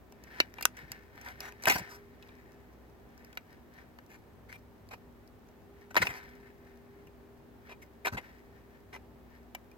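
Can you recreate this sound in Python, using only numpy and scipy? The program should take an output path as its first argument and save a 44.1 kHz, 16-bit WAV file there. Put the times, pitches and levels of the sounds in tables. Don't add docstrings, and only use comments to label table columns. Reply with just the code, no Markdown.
import sys
import numpy as np
from scipy import signal
from scipy.fft import rfft, irfft
from scipy.io import wavfile

SR = 44100
rng = np.random.default_rng(int(sys.argv[2]) if len(sys.argv) > 2 else 0)


def generate_wav(signal):
    frames = np.transpose(np.atleast_2d(signal))
    scaled = np.clip(frames, -1, 1) * 32767
    pcm = np.round(scaled).astype(np.int16)
    wavfile.write(sys.argv[1], SR, pcm)


N = 430857
TIME = np.arange(N) / SR


def undb(db):
    return 10 ** (np.asarray(db) / 20)


def unit(x):
    return x / np.sqrt(np.mean(x ** 2, axis=-1, keepdims=True))


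def fade(t, t60_s):
    return np.exp(-np.log(1000) * np.maximum(t, 0) / t60_s)


def band(x, low_hz, high_hz, order=3):
    edges_hz = [low_hz, min(high_hz, .45 * SR)]
    return signal.sosfilt(signal.butter(order, edges_hz, "band", fs=SR, output="sos"), x)


def colour(outline, size):
    hz, db = np.transpose(outline)
    return undb(np.interp(np.log(np.fft.rfftfreq(size, 1 / SR) + 1), np.log(hz), db))


def minimum_phase(outline, size):
    cepstrum = irfft(np.log(colour(outline, size)))
    cepstrum[1:size // 2] *= 2
    cepstrum[size // 2 + 1:] = 0
    return np.exp(rfft(cepstrum))


def wander(rate_hz, size=N):
    knots = rng.standard_normal(4096)
    return 1.218 * np.interp(np.arange(size) / SR * rate_hz, np.arange(len(knots)), knots)


def add(out, start_s, sound):
    i = max(int(start_s * SR), 0)
    out[:, i:i + sound.shape[-1]] += sound[..., :N - i]


# frequency_hz, relative_density_db
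AIR_SPECTRUM = [(22, -23), (42, -12.5), (62, -5), (100, -6.5), (160, -10), (230, -10), (380, -10),
                (520, -15), (800, -17.5), (1200, -23.5), (2300, -32.5), (5000, -41.5), (10000, -46.5),
                (14000, -39.5)]

def outdoors(level_db=-57, flicker_db=0.5):
    mid, side = rfft(rng.standard_normal((2, N))) * colour(AIR_SPECTRUM, N)
    width = colour([(30, -9), (70, -5), (400, -5), (1500, -3), (5000, -1)], N)
    air = unit(irfft(mid + np.array([[1], [-1]]) * side * width, N))
    flicker = band(air, 80, 1200, order=1) * (undb(flicker_db * wander(14)) - 1)
    return undb(level_db) * (air + flicker)


def motor(pitch_hz, level_db, swells, waver_hz, waver_db=3.5):
    swell_db = sum(db * np.exp(-((TIME - peak_s) / width_s) ** 2) for peak_s, width_s, db in swells)
    phase = 2 * np.pi * np.cumsum(pitch_hz + waver_hz * wander(11)) / SR
    return undb(level_db + swell_db + waver_db * wander(7)) * np.sin(phase)


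# pitch_hz, width_hz, level_db
HUM_LINES = [(60.3, 3.3, -63), (209.7, 10, -74), (242.1, 7, -62)]
# peak_s, half_width_s, gain_db
MOTOR_SWELLS = [(2.0, .7, 8.2), (6.9, 2.3, 10.5)]
# peak_s, half_width_s, gain_db
ENGINE_SWELLS = [(4.552, 0.49, 12)]

def machines(waver_db=2, left_lead_db=2, sag_hz_per_s=.6):
    hum = np.zeros(N)
    for pitch_hz, width_hz, level_db in HUM_LINES:
        amplitude = undb(level_db + waver_db * wander(width_hz))
        wavering_hz = pitch_hz + width_hz / 2 * wander(2 * width_hz)
        hum += amplitude * np.sin(2 * np.pi * np.cumsum(wavering_hz) / SR)
    whine = motor(404.6 - sag_hz_per_s * TIME, level_db=-69.5, swells=MOTOR_SWELLS, waver_hz=2.2)
    drone = motor(102.7, level_db=-72, swells=ENGINE_SWELLS, waver_hz=2.9)
    return (hum + whine + drone) * undb(np.array([[1], [-1]]) * left_lead_db / 2)


def ground(x, wet_db=-25, t60_s=.09, delay_s=.003, size=4096):
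    t = np.arange(size) / SR
    tail = band(rng.standard_normal((2, size)), 300, 7000, order=1) * fade(t, t60_s) * (t > delay_s)
    return undb(wet_db) * signal.fftconvolve(x, unit(tail) / np.sqrt(size), axes=1)[:, :N]


def paths(size, scatter_db=-4, t60_s=0.0052):
    burst = rng.standard_normal((2, size)) * fade(np.arange(size) / SR, t60_s)
    response = undb(scatter_db) * unit(band(burst, 2400, .45 * SR, order=1)) / np.sqrt(size)
    response[:, 0] += 1
    return response


# frequency_hz, left_minus_right_db
PORT_SHADOW = [(100, 2), (370, 2.5), (560, -2), (760, -5), (1100, 0.5), (1850, 6), (2400, 2), (3000, -2.5),
               (4500, 2), (8000, -1), (15000, -3)]

def ports(x, left_lag_s=0.00026, size=1024):
    shadow = minimum_phase([(hz, db / 2) for hz, db in PORT_SHADOW], size)
    left, right = signal.fftconvolve(x, irfft(np.array([shadow, 1 / shadow])), axes=1)[:, :N]
    return np.array([np.roll(left, int(round(left_lag_s * SR))), right])


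# time_s, relative_level_db
LEATHER_BUMPS = [(0.831, -49), (0.907, -50.5), (1.67, -37.5), (1.68, -49), (1.731, -47), (1.752, -38.5),
                 (1.783, -50), (1.802, -41.5), (5.965, -45), (6.003, -37.5), (6.019, -38), (6.086, -45),
                 (8.123, -37.5), (8.142, -40)]

def thuds(gain_db=-10, push_s=0.00327, t60_s=0.093, size=6000):
    out, t = np.zeros((2, N)), np.arange(size) / SR
    envelope = (1 - np.exp(-t / push_s)) * fade(t, t60_s)
    for time_s, level_db in LEATHER_BUMPS:
        knock = band(rng.standard_normal(size) * envelope, low_hz=55, high_hz=230, order=2)
        add(out, time_s - push_s, undb(level_db + gain_db) * unit(knock))
    return out


# pitch_hz, relative_level_db, t60_s
SHEET_MODES = [(420, -21.5, 0.0087), (767, -2.5, 0.02), (994, -1, 0.034), (1290, 2.5, 0.016),
               (1535, -2.5, .028), (1812, -2, 0.012), (2112, 0.5, 0.012), (2405, -3, 0.048),
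               (2670, -2.5, 0.04), (2933, -4, 0.03), (3371, -7.5, 0.018), (3860, 1, 0.017),
               (4300, 2.5, 0.013), (4870, 5.5, 0.01), (5760, 3, 0.023), (6450, -8, 0.024),
               (7350, -2, 0.004), (12110, -2.5, 0.011), (12800, -2.5, 0.03), (14400, 0.5, 0.0097)]
# frequency_hz, gain_db
RUST_SPECTRUM = [(150, 1.5), (500, 4.5), (1000, 3.5), (2200, -2), (3300, -6), (5300, -2), (7500, -8),
                 (9700, -8), (12000, -5), (14600, -4), (16000, -1.5)]

def sheet(ring_hz, favour_db, log_width=0.49, t60_scale=1, floor_db=-8, tick_db=19, size=2048):
    pitch_hz, level_db, t60_s = np.transpose(SHEET_MODES)[:, :, None]
    t = np.arange(size) / SR
    chance = rng.standard_normal((3, len(SHEET_MODES), 1))
    nearness = np.exp(-(np.log(pitch_hz / ring_hz) / log_width) ** 2)
    gain = undb(level_db) * (undb(floor_db) + undb(favour_db) * nearness)
    detuned_hz = pitch_hz * (1 + .015 * chance[0])
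    port_phase = 0.64 * chance[1:]
    modes = gain * fade(t, t60_scale * t60_s) * np.cos(2 * np.pi * detuned_hz * t + port_phase)
    response = modes.sum(axis=1)
    response[:, 0] += undb(tick_db)
    return irfft(rfft(response) * minimum_phase(RUST_SPECTRUM, size) * rfft(paths(size)))


def grains(size, rate_hz, scatter_db, imbalance=0.1):
    chance, strength, polarity = rng.random((size, 3)).T
    strength_db = scatter_db * np.minimum(-np.log(1 - strength), 4)
    hits = (chance < rate_hz / SR) * np.sign(polarity - .5) * undb(strength_db)
    return hits * (1 + np.array([[1], [-1]]) * imbalance * rng.standard_normal(size))


def radiate(force, ring_hz, body_db, grit_db, duration_s, **contact):
    vibration = signal.fftconvolve(force, sheet(ring_hz, **contact), axes=1)
    body = undb(body_db) * unit(band(vibration, 260, 1150))
    ring = -unit(band(vibration, 1300, 4090))
    grit = undb(grit_db) * unit(band(vibration, 4500, 14000))
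    return (body + ring + grit) * np.sqrt(duration_s * SR / vibration.shape[1])


def dust(effort, gain_db=-22, idle_db=-68):
    force = grains(N, rate_hz=8, scatter_db=3)
    specks = radiate(force, ring_hz=3100, body_db=-11, grit_db=4, duration_s=N / SR, favour_db=-4.5)
    return undb(gain_db) * (effort + undb(idle_db)) * band(specks[:, :N], 7000, 19000, order=1)


# peak_s, relative_level_db, rise_s, fall_s
EDGE_SLIDES = [(0.385, -50, 0.19, 0.12), (0.61, -54, 0.1, .13), (0.79, -50.5, 0.061, 0.1),
               (0.93, -56, 0.14, 0.21), (1.175, -55.5, .05, 0.095), (1.28, -49, 0.15, 0.12),
               (1.46, -48.5, 0.12, 0.093), (1.8, -47.5, 0.27, 0.21), (2.27, -65, 0.38, 0.95),
               (3.24, -64, 0.27, .3), (3.53, -62.5, 0.11, 0.1), (3.79, -58, 0.12, .1), (5.82, -65, .1, .1),
               (6.109, -47.5, 0.072, 0.3), (6.48, -62.5, 0.12, 0.087), (6.68, -66.5, .17, .18),
               (7.0, -69.5, 0.33, 0.18), (7.67, -59.5, 0.056, .09), (8.25, -58, 0.17, 0.27),
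               (8.571, -68, 0.14, .13), (8.75, -66.5, 0.11, 0.095), (9.35, -64, .12, .1)]

def sliding_effort(creep_db=-77, range_db=21):
    power = undb(creep_db) ** 2
    for peak_s, level_db, rise_s, fall_s in EDGE_SLIDES:
        from_peak = np.maximum((peak_s - TIME) / rise_s, (TIME - peak_s) / fall_s)
        power = power + undb(level_db - range_db * np.minimum(from_peak, 10)) ** 2
    return np.sqrt(power)


def rubbing(effort, gain_db=2, tooth_count=5):
    loads = np.array([undb(4.3 * wander(9)) for _ in range(tooth_count)])
    loads /= np.sqrt((loads ** 2).sum(axis=0))
    teeth = np.zeros((2, N))
    for load in loads:
        force = grains(N, rate_hz=1500, scatter_db=4)
        tooth = radiate(force, ring_hz=1880, body_db=-8, grit_db=-15, duration_s=N / SR,
                        log_width=.13, favour_db=10)
        teeth += load * tooth[:, :N]
    return undb(gain_db) * effort * teeth


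# start_s, end_s, level_db, body_db, grit_db, ring_hz
EDGE_STROKES = [(1.24, 1.313, -56, 3, -7, 1750), (1.399, 1.49, -52, -0.5, -6, 1790),
                (1.622, 1.621, -47, -14, 0, 1800), (1.637, 1.657, -48.5, 4, -3, 2000),
                (1.668, 1.682, -24.5, 1, -7, 1770), (1.693, 1.72, -23.5, -6.5, -8.5, 2000),
                (1.724, 1.752, -38.5, -11, -0.5, 1940), (1.754, 1.761, -33.5, 2.5, -2, 1650),
                (1.772, 1.793, -47.5, 3, 4.5, 2130), (1.891, 1.964, -57, 1, 0, 1600),
                (4.091, 4.158, -58.5, -6.5, -8.5, 1907), (4.486, 4.531, -54.5, -13, -13.5, 2150),
                (4.521, 4.56, -54.5, -8, -11, 2190), (4.906, 4.944, -49.5, 0, -11, 2340),
                (5.905, 5.91, -48, -3, -9.5, 1760), (5.965, 5.976, -22.5, -7, -14, 1990),
                (5.988, 6.018, -42, -8, -11, 1800), (6.017, 6.027, -22.5, -8, -12, 1880),
                (6.047, 6.076, -44.5, 1.5, -3.5, 2000), (6.085, 6.114, -43, -3.5, -13, 2010),
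                (6.129, 6.185, -55, 0.5, -3, 1900), (7.686, 7.729, -52.5, -0.5, -14, 2100),
                (7.817, 7.83, -55.5, -3, -4, 2110), (8.048, 8.06, -31, -4, -10.5, 2140),
                (8.067, 8.078, -29.5, -0.5, -11, 1790), (8.119, 8.152, -45.5, -2, -9.5, 1660),
                (8.17, 8.181, -35.5, -4, -16, 2100), (8.927, 8.963, -49, -0.5, -12.5, 2040)]

def scrapes(release_t60_s=0.054, slip_db=2, size=8192):
    out, t = np.zeros((2, N)), np.arange(size) / SR
    for start_s, end_s, level_db, body_db, grit_db, ring_hz in EDGE_STROKES:
        length_s = max(end_s - start_s, .003)
        rise_s = .12 * length_s + .0015
        bite = np.minimum(t / (2 * rise_s), 1) ** 2
        pressure = bite * fade(t - rise_s - length_s, release_t60_s)
        force = grains(size, rate_hz=9000, scatter_db=1.17) * pressure
        force *= undb(slip_db * wander(255, size))
        stroke = radiate(force, ring_hz, body_db, grit_db, length_s, log_width=0.16, favour_db=10.5)
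        add(out, start_s - rise_s, undb(level_db) * stroke)
    return out


# time_s, level_db, body_db, grit_db, ring_hz, crumble_t60_s
FLAKE_SNAPS = [(0.123, -64, 6, 5.5, 2740, 0.01), (0.238, -65, 7, 10.5, 2570, 0.013),
               (0.4019, -16.5, -10, -13.5, 3600, 0.017), (0.5398, -53.5, -6, -2, 1930, 0.0068),
               (0.5839, -44, 0.5, -16, 2340, 0.023), (0.61, -42, -4.5, -4, 1800, 0.014),
               (0.6256, -39.5, -7, 5.5, 2640, 0.021), (0.654, -20.5, -11.5, 1.5, 1780, 0.0063),
               (0.769, -47.5, -16, -5.5, 2000, 0.053), (0.918, -42.5, -10, 4, 2200, 0.013),
               (1.213, -57.5, -10, 4, 2400, 0.03), (1.286, -46.5, -16, -5, 2400, 0.015),
               (1.4049, -47, -6.5, 8, 3280, 0.01), (1.523, -58.5, 2, 0.5, 2400, 0.007),
               (1.637, -44.5, -11, 3.5, 2000, 0.015), (1.6557, -28, -9, -6, 2720, 0.011),
               (1.685, -30, -7, 3.5, 1930, 0.0091), (2.2252, -53.5, -10, -8, 2850, 0.027),
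               (2.29, -58, 2, -21, 2400, 0.015), (3.178, -66, -4, 5, 2000, 0.01),
               (3.247, -63.5, -1, 7, 1780, 0.017), (3.329, -56.5, -16, -5, 1830, 0.012),
               (3.373, -35, -12, -12.5, 1950, 0.018), (3.987, -49.5, -5, -15.5, 1790, 0.022),
               (4.527, -44.5, -9.5, -11.5, 1870, 0.014), (4.889, -64.5, -7, 5, 2090, 0.013),
               (5.276, -75, -3, 11.5, 2370, 0.01), (5.487, -73, -10, 5, 2400, 0.014),
               (5.945, -42.5, 0, -9, 1500, 0.011), (5.9548, -34, 3.5, -13, 1310, 0.013),
               (5.9656, -20, -1.5, -14.5, 1800, 0.029), (6.0695, -26.5, -15.5, -21, 2240, 0.013),
               (7.071, -61, -5, -5.5, 2400, 0.02), (9.549, -40, -2.5, -5, 2020, 0.018),
               (9.715, -60.5, -15, -5, 2200, 0.013)]

def snaps(crumble_db=-11, growth_s=0.0003, free_t60_s=0.0094, size=2048):
    out = np.zeros((2, N))
    lead = int(.003 * SR)
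    t = (np.arange(size) - lead) / SR
    tear = np.exp(np.minimum(t, 0) / growth_s)
    for time_s, level_db, body_db, grit_db, ring_hz, crumble_t60_s in FLAKE_SNAPS:
        crumbs = unit(grains(size, rate_hz=9000, scatter_db=3.3))
        force = undb(crumble_db) * crumbs * tear * fade(t, crumble_t60_s)
        force[:, lead] += 1
        t60_scale = min(crumble_t60_s / free_t60_s, 1)
        flake = radiate(force, ring_hz, body_db, grit_db, duration_s=0.0059,
                        t60_scale=t60_scale, log_width=.27, favour_db=7)
        add(out, time_s - lead / SR, undb(level_db) * flake)
    return out


def scene():
    effort = sliding_effort()
    near = ports(snaps() + scrapes() + rubbing(effort) + dust(effort) + thuds())
    return near + ground(near) + outdoors() + machines()


def record(dry):
    low_pass = signal.ellip(10, .2, 80, 16000, fs=SR, output="sos")
    return signal.sosfilt(low_pass, np.clip(dry, -1, 1))


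dry = scene()
out = record(dry)
generate_wav(out)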